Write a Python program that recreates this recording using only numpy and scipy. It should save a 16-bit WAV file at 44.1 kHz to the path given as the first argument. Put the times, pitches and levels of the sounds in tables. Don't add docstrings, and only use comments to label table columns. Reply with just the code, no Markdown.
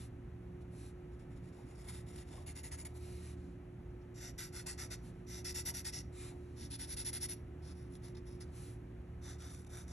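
import sys
import numpy as np
from scipy import signal
from scipy.fft import rfft, irfft, next_fast_len
from scipy.io import wavfile
from scipy.ndimage import uniform_filter1d, map_coordinates

SR = 44100
rng = np.random.default_rng(int(sys.argv[2]) if len(sys.argv) > 2 else 0)


def ratio_of_db(decibels):
    return 10 ** (np.asarray(decibels, float) / 20)


def wav_record(signal):
    frames = np.transpose(np.atleast_2d(signal))
    bounded = np.clip(frames, -1, 1)
    quanta = np.round(bounded * 32767).astype(np.int16)
    wavfile.write(sys.argv[1], SR, quanta)


N = 437472

# [f/Hz, width/Hz, level/dB]
SHEET_MODES = [(1170, 920, -7.5), (2280, 2600, -6.5), (4010, 1140, -5), (5600, 2100, -6),
               (7400, 1400, -5.5), (8550, 1400, -2.5), (9700, 880, 2), (10730, 740, -1.5)]
# [f/Hz, width/Hz, level/dB]
DESK_TOP_MODES = [(618, 530, -15.5), (893, 115, -9.5), (1260, 240, -25)]


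def marker():
    # [t/s, length/s, peak level/dB, rise/s]
    outline = [(1.108, 0.064, -78, .018), (1.189, 0.063, -70, .009), (1.298, .088, -77.1, .014),
               (1.357, 0.043, -71, .008), (1.413, 0.11, -71.5, 0.043), (1.523, 0.18, -71.5, .008),
               (1.65, 0.11, -68.5, 0.039), (1.725, 0.11, -61.5, 0.098), (1.818, 0.23, -56, 0.098),
               (1.884, 0.032, -51, .002), (2.06, 0.12, -63, 0.012), (2.12, 0.14, -58, 0.043),
               (2.25, 0.078, -62.5, 0.067), (2.312, 0.12, -61, 0.015), (2.396, .06, -66, 0.0081)]
    strokes_1 = [(2.46, 0.081, -51.5, 0.0084), (2.55, 0.078, -51.5, 0.015), (2.63, 0.077, -50, 0.011),
                 (2.711, 0.062, -48.5, 0.0076), (2.773, 0.071, -49.5, 0.02), (2.848, 0.038, -48.5, 0.0051)]
    strokes_2 = [
        (3.893, .036, -89, .017),
        (4.012, .03, -79.5, .004),
        (4.139, 0.19, -52, 0.11),
        (4.378, 0.13, -47.5, 0.0078),
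        (4.521, .12, -48.5, 0.045),
        (4.66, 0.1, -44.5, 0.0094),
        (4.775, .11, -47, 0.019),
        (4.901, 0.068, -46.5, 0.017),
    ]
    strokes_3 = [
        (5.264, 0.17, -51, 0.071),
        (5.443, 0.096, -44, 0.0077),
        (5.541, 0.094, -42, 0.017),
        (5.65, 0.072, -40, 0.015),
        (5.737, 0.093, -44.5, 0.012),
        (5.845, 0.068, -43, 0.0056),
        (5.921, 0.11, -46, 0.018),
        (6.03, 0.031, -78, .006),
    ]
    strokes_4 = [
        (6.556, 0.13, -53.5, 0.073),
        (6.701, 0.072, -47, 0.018),
        (6.786, 0.087, -47, .013),
        (6.869, 0.085, -44, 0.055),
        (6.964, 0.08, -43.5, 0.008),
        (7.044, 0.068, -40, 0.019),
        (7.128, 0.069, -42, 0.0048),
        (7.202, 0.069, -40, 0.025),
        (7.285, 0.071, -44, 0.0074),
        (7.362, 0.021, -72, .006),
    ]
    strokes_5 = [(7.615, 0.13, -58.5, 0.08), (7.725, 0.19, -67.5, 0.062), (7.895, 0.092, -61.5, 0.052),
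                 (8.017, 0.12, -60.5, 0.032), (8.146, 0.019, -62, 0.007), (8.166, 0.039, -62, 0.0027),
                 (8.253, 0.16, -64.5, 0.019), (8.402, 0.052, -54, 0.0077)]
    strokes_6 = [(9.212, 0.17, -55, 0.063), (9.378, 0.19, -57, 0.044), (9.49, .19, -59.5, 0.0084),
                 (9.663, 0.021, -62.5, .007), (9.686, .18, -55, 0.066), (9.878, 0.0079, -58.5, 0.0028),
                 (9.86, .12, -58.5, 0.068)]
    # [f/Hz, width/Hz, level/dB]
    grip_outline = [(1300, 2000, -13.5), (2050, 570, -8.5), (2790, 230, -13), (3550, 910, -11),
                    (4540, 550, -14), (4900, 440, -14), (5400, 620, -7.5), (6880, 660, -7),
                    (8420, 1400, -6.5), (8800, 680, -8), (9760, 530, 1.5), (10600, 600, -5),
                    (11570, 370, -13)]
    grip_1 = [(1320, 1600, -17.5), (2060, 660, -7.5), (2780, 260, -11.5), (3570, 1300, -15.5),
              (4640, 620, -13), (5030, 200, -26), (5460, 850, -10), (6840, 390, -4.5), (8560, 2900, -9.5),
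              (8900, 1100, -13), (9700, 990, 4), (10500, 680, -5.5), (11640, 440, -13)]
    grip_2 = [(1460, 430, -5), (1980, 460, -1.5), (2700, 500, -8.5), (3630, 520, -5.5), (4430, 420, -4.5),
              (5080, 810, -3.5), (5720, 750, 2), (7200, 810, -4.5), (8400, 1300, -8), (9100, 630, -12),
              (9740, 1040, -7.5), (11150, 580, -5), (12650, 530, -21.5)]
    grip_3 = [(1480, 410, -9.5), (2006, 400, -3), (2700, 460, -8.5), (3610, 710, -7), (4380, 400, -6.5),
              (4870, 710, -4.5), (5620, 800, 3), (7220, 1100, -6), (8630, 1300, -6), (8950, 550, -6),
              (10070, 970, -1), (11250, 340, -1.5), (12660, 640, -14.5)]
    grip_4 = [(1520, 370, -12), (2000, 550, -7.5), (2680, 430, -10), (3560, 820, -7.5), (4400, 720, -6.5),
              (5030, 990, -9), (5550, 770, -1.5), (6970, 1200, -10.5), (8520, 1700, -17),
              (9160, 1030, -2.5), (10180, 610, 0.7), (10570, 550, 1.5), (12450, 860, -19)]
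    grip_5 = [(1460, 1300, -11.5), (1970, 350, -8), (2690, 400, -16), (3560, 720, -6.5), (4370, 630, -9),
              (4900, 340, -13), (5400, 1200, -3.5), (7170, 660, -8.5), (8350, 910, -23), (9400, 1170, 1.5),
              (10420, 510, 2), (10550, 440, -0.5), (11500, 440, -19)]
    grip_6 = [(1400, 550, -5.5), (1900, 880, -8.5), (2830, 1110, -24), (3660, 520, -5.5), (4400, 230, -11),
              (5300, 1300, -7.5), (5930, 630, -2), (7250, 850, -6), (8250, 950, -6), (9000, 980, -12),
              (9940, 590, 2.5), (10830, 460, -3.5), (11600, 780, -14)]
    # [share of the stroke after its rise spent slowing,
    # brightness/dB, brightness per level over the grip's mean/(dB/dB)]
    touches = [(0.75, -3.5, 0.13), (0.77, -2, 0.7), (0.81, -1, 0.57), (0.63, -0.5, .5), (0.56, 1.8, .4),
               (1, -2.5, -0.14), (0.86, 0, -1.1)]
    returns = [(1.005, 1), (1, 1), (1.002, 1.06), (1, 0.78), (1, 0.79), (1.003, 1.04), (0.993, 1.07)]
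    sheens = [
        [0, 0, 0, 0, 0, 0, 0, 0, 0, 0, 0, 0, 0, 0, 0],
        [0, -0.5, 0, -1.5, -0.5, -1],
        [3, 1, 0, 2, 2.5, 1, 0, 0],
        [0, 1.5, 1.5, 1.5, 1, 1, -0.5, 3],
        [0, 0, 0, 0.5, -0.2, 1, -0.5, 0, 0.7, 6],
        [-3, 0, 7, -1, -10, -8, 1, 1],
        [-1, -2.5, 0.5, -5, 1, -1, -3],
    ]
    firmness = [0.3, 0.97, -1.3, -1.5, -0.8, 0.8, 0.3]

    strokes = [outline, strokes_1, strokes_2, strokes_3, strokes_4, strokes_5, strokes_6]
    grips = [grip_outline, grip_1, grip_2, grip_3, grip_4, grip_5, grip_6]
    total = np.zeros((2, N))
    for rows, grip, firm_db, touch, back, sheen in zip(strokes, grips, firmness, touches, returns, sheens):
        desk = [(hz, width, db + firm_db) for hz, width, db in DESK_TOP_MODES]
        total += friction(rows, grip + desk, touch, back,
                          grain_db=1.5, drift_db=1.07, skip_db=1.5, sheen_db=sheen)
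    return total


def friction(rows, modes, touch, back, grain_db, drift_db, skip_db, sheen_db=None):
    out = np.zeros((2, N + 2 * SR))
    slowing, grip_db, per_db = touch
    mean_db = np.mean([row[2] for row in rows])
    for n, (start_s, length, peak_db, rise) in enumerate(rows):
        pitch, slower = back if n % 2 else (1, 1)
        t = np.arange(int(length * SR)) / SR
        fall = max(slowing * slower * (length - rise), min(0.018, length / 2))
        bright_db = grip_db + per_db * (peak_db - mean_db)
        if sheen_db:
            bright_db += sheen_db[n]
        fibres = fibre_noise(len(t), peak_db, grain_db, skip_db)
        early, late = filtered(fibres, stroke_response(modes, drift_db, pitch, bright_db))
        sound = early + (late - early) * t / length
        treble = filtered(sound, lambda f: (f > 2500) & (f < 11500))
        at = SR + round(start_s * SR)
        out[:, at:at + len(t)] += sound / np.std(treble) * ratio_of_db(peak_db) * tip_speed(t, length, rise, fall)
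    return out[:, SR:SR + N]


def fibre_noise(count, peak_db, grain_db, skip_db):
    clumps = uniform_filter1d(rng.standard_normal(count), 60)
    flutter = uniform_filter1d(rng.standard_normal(count), 450) * np.sqrt(450)
    light = np.clip((-44.0 - peak_db) / 15, 0.2, 1)
    return rng.standard_normal((2, count)) * ratio_of_db(grain_db * unit(clumps) + skip_db * light * flutter)


def stroke_response(modes, drift_db, pitch, bright_db):
    ripple = rng.standard_normal(200)
    drift = drift_db * rng.standard_normal(len(modes))
    pitch = pitch * (1 + 0.013 * rng.standard_normal())
    glide = 0.02 * rng.standard_normal() * np.array([-0.5, 0.5])[:, None, None]

    def ring(f):
        power = 0
        for (hz, width, db), extra_db in zip(modes, drift):
            detuning = (hz * hz - f * f) / (f * width + 1)
            power = power + (ratio_of_db(db + extra_db) / (1 + detuning ** 2)) ** 2
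        return np.sqrt(power)

    def tilt(f):
        shelf = ratio_of_db(bright_db / (1 + (7500 / (f + 1)) ** 8))
        return shelf / np.sqrt(1 + (f / 12900) ** 30)

    def comb(f):
        ripple_db = 1.6 * np.interp(f, np.linspace(0, SR / 2, len(ripple)), ripple)
        return ratio_of_db(ripple_db) * (f > 0)

    return lambda f: ring(f / (pitch + glide)) * tilt(f) * comb(f / (1 + glide))


def tip_speed(t, length, rise, fall):
    start = np.clip(t / rise, 0, 1) ** 0.8
    stop = np.sin(np.pi / 2 * np.clip((length - t) / fall, 0, 1)) ** 1.5
    return start * stop


def ticks():
    # [t/s, peak level/dB]
    snaps = [(2.2882, -52), (2.3294, -56), (4.151, -59), (7.954, -49), (8.084, -50), (9.4045, -51),
             (9.4225, -48), (9.5044, -45), (9.5477, -45), (9.6044, -60), (9.6474, -53)]
    length, rms_db = 0.004, -7
    rows = [(s - length / 5, length, db + rms_db, length / 5) for s, db in snaps]
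    return friction(rows, SHEET_MODES, (1, 0, 0), (1, 1), grain_db=-5, drift_db=1, skip_db=0)


def hand():
    # [t/s, length/s, peak level/dB, rise/s]
    slides = [(-.041, .14, -59, .018), (.608, 0.031, -74, .004), (.701, 0.24, -62.5, 0.11),
              (2.88, 0.067, -74, .01), (2.937, .055, -61, 0.027), (5.012, 0.12, -65.5, 0.043),
              (5.115, .15, -80.5, .028), (6.326, 0.81, -77, .009), (8.428, 0.2, -78, .02),
              (8.516, 0.28, -60, 0.056)]
    # [t/s, length/s, peak level/dB, rise/s]
    drags = [
        (2.967, 0.38, -61.5, 0.071),
        (3.19, 0.18, -60.5, 0.061),
        (3.363, 0.24, -75.5, 0.01),
        (6.117, 0.23, -55, 0.097),
    ]
    # [f/Hz, width/Hz, level/dB]
    heel_modes = [(2270, 1000, -5)]
    # [share spent slowing, brightness/dB, brightness per level over the mean/(dB/dB)]
    skin_touch = (0.69, 0.89, 0.26)
    return sum(friction(rows, modes, skin_touch, (1, 1), grain_db=0.3, drift_db=0.5, skip_db=0.1)
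               for rows, modes in [(slides, SHEET_MODES), (drags, SHEET_MODES + heel_modes)])


def forearm():
    # [t/s, peak level/dB]
    presses = [(1.6, -66), (1.71, -68), (1.9, -69), (2.33, -61.5), (2.41, -61.5), (2.93, -65), (3.09, -64),
               (4.23, -63), (4.67, -63), (4.83, -63), (4.92, -64), (5.38, -65), (5.52, -82), (5.69, -64),
               (5.97, -66), (6.32, -66), (7.6, -70), (8.04, -69), (9.28, -64), (9.45, -69), (9.75, -65),
               (9.92, -66)]
    # [f/Hz, density/dB per Hz]
    desk_colour = [(250, -24), (450, 1), (700, 10), (1000, -0.5), (1500, -26)]
    rest_db, build_s, ease_s = -73, 0.037, 0.055
    t = np.arange(N) / SR

    def press(s):
        return np.exp(np.where(t < s, (t - s) / build_s, (s - t) / ease_s))

    weight = np.max([ratio_of_db(db) * press(s) for s, db in presses], axis=0)
    return np.hypot(ratio_of_db(rest_db), weight) * ratio_of_db(1.3 * wobble(25)) * noise(desk_colour)


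def knocks():
    # [t/s, peak level/dB]
    bumps = [(0.841, -61), (1.888, -55), (2.183, -58), (2.378, -51), (2.715, -54), (2.832, -52),
             (3.099, -53), (4.535, -53), (4.67, -55), (4.908, -54), (5.033, -60), (5.054, -60),
             (5.712, -51), (5.969, -59), (7.723, -55), (8.149, -61)]
    out = np.zeros(N + SR)
    t = np.arange(SR // 8) / SR
    for s, db in bumps:
        ring = 0
        for hz, _, _ in DESK_TOP_MODES[:2]:
            chance = rng.standard_normal()
            ring = ring + ratio_of_db(3.3 * chance) * np.sin(2 * np.pi * hz * (1 + 0.092 * chance) * t)
        decay = ratio_of_db(db - 6 - 60 * t / 0.06)
        out[round(s * SR):][:len(t)] += decay * (1 - np.exp(-t / 0.0028)) * ring
    return out[:N] * [[1], [0.3]]


def reverberate(x, t60, wet_db):
    t = np.arange(SR // 3) / SR
    echoes = rng.standard_normal((2, len(t))) * ratio_of_db(-60 * t / t60)
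    tail = filtered(echoes, lambda f: 1 / np.sqrt(1 + (f / 5000) ** 2))
    return x + ratio_of_db(wet_db) * signal.fftconvolve(x, tail / np.linalg.norm(tail[0]), axes=1)[:, :N]


def hum():
    # [f/Hz, level/dB, unsteadiness/dB]
    tones = [(36.3, -72.5, -3.5), (113.75, -57.5, 1.5), (151.1, -64, 2), (177.2, -63.5, 3.5),
             (233.3, -73, 5), (278.5, -71.5, 4.5), (359.6, -58.5, 2), (1293, -83, 3)]
    # [t/s, level/dB]
    blade_swell = [(0.19, -54), (1.82, -62.5), (1.96, -48), (2.18, -67), (2.35, -53), (3.4, -47),
                   (3.65, -71), (4.58, -61), (4.78, -60), (5.25, -55), (5.44, -51), (7.0, -55),
                   (7.76, -48.5), (8.15, -75), (8.48, -48), (8.95, -66), (9.12, -49), (9.7, -52.5)]
    t = np.arange(N) / SR

    def tone(hz):
        return np.sqrt(2) * np.sin(2 * np.pi * (hz * t + rng.random()) + 0.27 * wobble(4))

    total = ratio_of_db(np.interp(t, *np.transpose(blade_swell)) - 2.5) * tone(75.4)
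    for hz, db, loose_db in tones:
        total += ratio_of_db(db + loose_db * (wobble(4) + 0.56 * wobble(13))) * tone(hz)
    return total


def room_noise():
    # [f/Hz, density/dB per Hz]
    rumble_colour = [(20, -66), (29, -33), (38, -10), (48, -6), (60, 0.5), (74, -6), (90, -5.5), (102, -13),
                     (120, -3.5), (140, -9.5), (200, -16.5), (280, -12), (400, -22.5), (520, -79)]
    # [f/Hz, density/dB per Hz]
    air_colour = [(250, -76), (420, -5), (600, -10.5), (1000, -16), (2000, -19), (2700, -23.5),
                  (3500, -31.5), (4800, -36.5), (7000, -37), (9400, -32.5), (10900, -34.5), (11500, -41),
                  (12700, -53), (13400, -72)]
    rumble = ratio_of_db(-52 + 0.86 * wobble(1.518) + 0.16 * wobble(7)) * noise(rumble_colour)
    return rumble + ratio_of_db(-66.5 + 0.66 * wobble(1.0)) * noise(air_colour)


def noise(spectrum):
    return unit(filtered(rng.standard_normal((2, N)), lambda f: ratio_of_db(along(spectrum, f))))


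def unit(x):
    return x / np.sqrt(np.mean(x ** 2) + 1e-20)


def along(points, hz):
    f, v = np.transpose(points)
    return np.interp(np.log(hz + 1), np.log(f + 1), v)


def wobble(rate):
    knots = rng.standard_normal(int(N * rate / SR) + 4)
    return map_coordinates(knots, [np.arange(N) * rate / SR])


def filtered(x, response):
    m = next_fast_len(x.shape[-1] + 4096)
    return irfft(rfft(x, m) * response(np.fft.rfftfreq(m, 1 / SR)), m)[..., :x.shape[-1]]


def ports(pair, alike, lead):
    def turn(hz):
        u = np.arccos(np.clip(along(alike, hz), 0, 1)) / 2
        half = np.exp(0.5j * along(lead, hz))
        return np.array([[np.cos(u) * half, np.sin(u) * half], [np.cos(u) / half, -np.sin(u) / half]])
    return filtered(pair[None], turn).sum(1)


def drop_weak_bands(x, from_hz, top_db, pair_db):
    hz, _, z = signal.stft([x[0] + x[1], x[0] - x[1]], SR, nperseg=2048)
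    hz = hz[:-1]
    power = abs(z[:, :-1]) ** 2
    bands = np.repeat(power.reshape(2, 64, 16, -1).mean(axis=2), 16, axis=1)
    treble = power[:, (hz > 3000) & (hz < 11000)].mean(axis=(0, 1))
    strong = (hz[:, None] < from_hz) | (bands.sum(axis=0) > treble * ratio_of_db(2 * top_db))
    needed = (hz[:, None] < 1300) | (bands > bands[::-1] * ratio_of_db(pair_db)[:, None, None] ** 2)
    z[:, :-1] *= strong & needed
    mid, side = signal.istft(z, SR, nperseg=2048)[1][:, :N] / 2
    return np.array([mid + side, mid - side])


def scene():
    # [f/Hz, lead/rad]
    lead_near = [(150, 0), (690, .8), (1300, .05), (2300, .2), (3000, .7), (3600, .5), (4550, 1.2),
                 (4850, 3.6), (5800, 6.2), (6200, 6.5), (8950, 9.36), (9400, 9.5), (11400, 11.6),
                 (11900, 12.57)]
    lead_far = [(150, 0), (600, .9), (1000, 1.5), (1600, 0), (2400, .5), (3100, 1.3), (3800, .4), (4850, 3),
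                (5800, 6.2), (6200, 6.5), (8950, 9.36), (9400, 9.5), (11400, 11.6), (11900, 12.57)]
    # [f/Hz, likeness 0-1]
    alike_near = [(700, .45), (1000, .45), (1400, .95), (2200, .97), (3000, .75), (3600, .9), (4700, .78),
                  (6000, .98), (7000, .9), (8500, .93), (9000, 1), (9350, 1), (11300, .9), (11900, 1)]
    alike_far = [(100, 1), (300, .97), (500, .8), (850, .2), (1900, .9), (2600, .35), (3800, .6),
                 (4600, .4), (6000, .98), (7000, .8), (8500, .9), (9000, 1), (9350, 1), (11400, .78),
                 (11900, 1)]
    desk = marker() + ticks() + hand() + forearm() + knocks()
    near = reverberate(desk, t60=0.26, wet_db=-16.5)
    far = room_noise() + hum() * [[1], [0.15]]
    return ports(near, alike_near, lead_near) + ports(far, alike_far, lead_far)


def roll_off(x):
    return signal.sosfilt(signal.butter(12, 13250, fs=SR, output="sos"), x)


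def record(dry):
    # [f/Hz, level/dB]
    left_tilt = [(60, -0.3), (140, -1.83), (330, -3), (460, -4), (700, 0.5)]
    wet = filtered(dry, lambda f: ratio_of_db(along(left_tilt, f) * [[0.5], [-0.5]]))
    wet = drop_weak_bands(wet, from_hz=11300, top_db=-12, pair_db=[-16, -11.5])
    return roll_off(wet)


dry = scene()
out = record(dry)
wav_record(out)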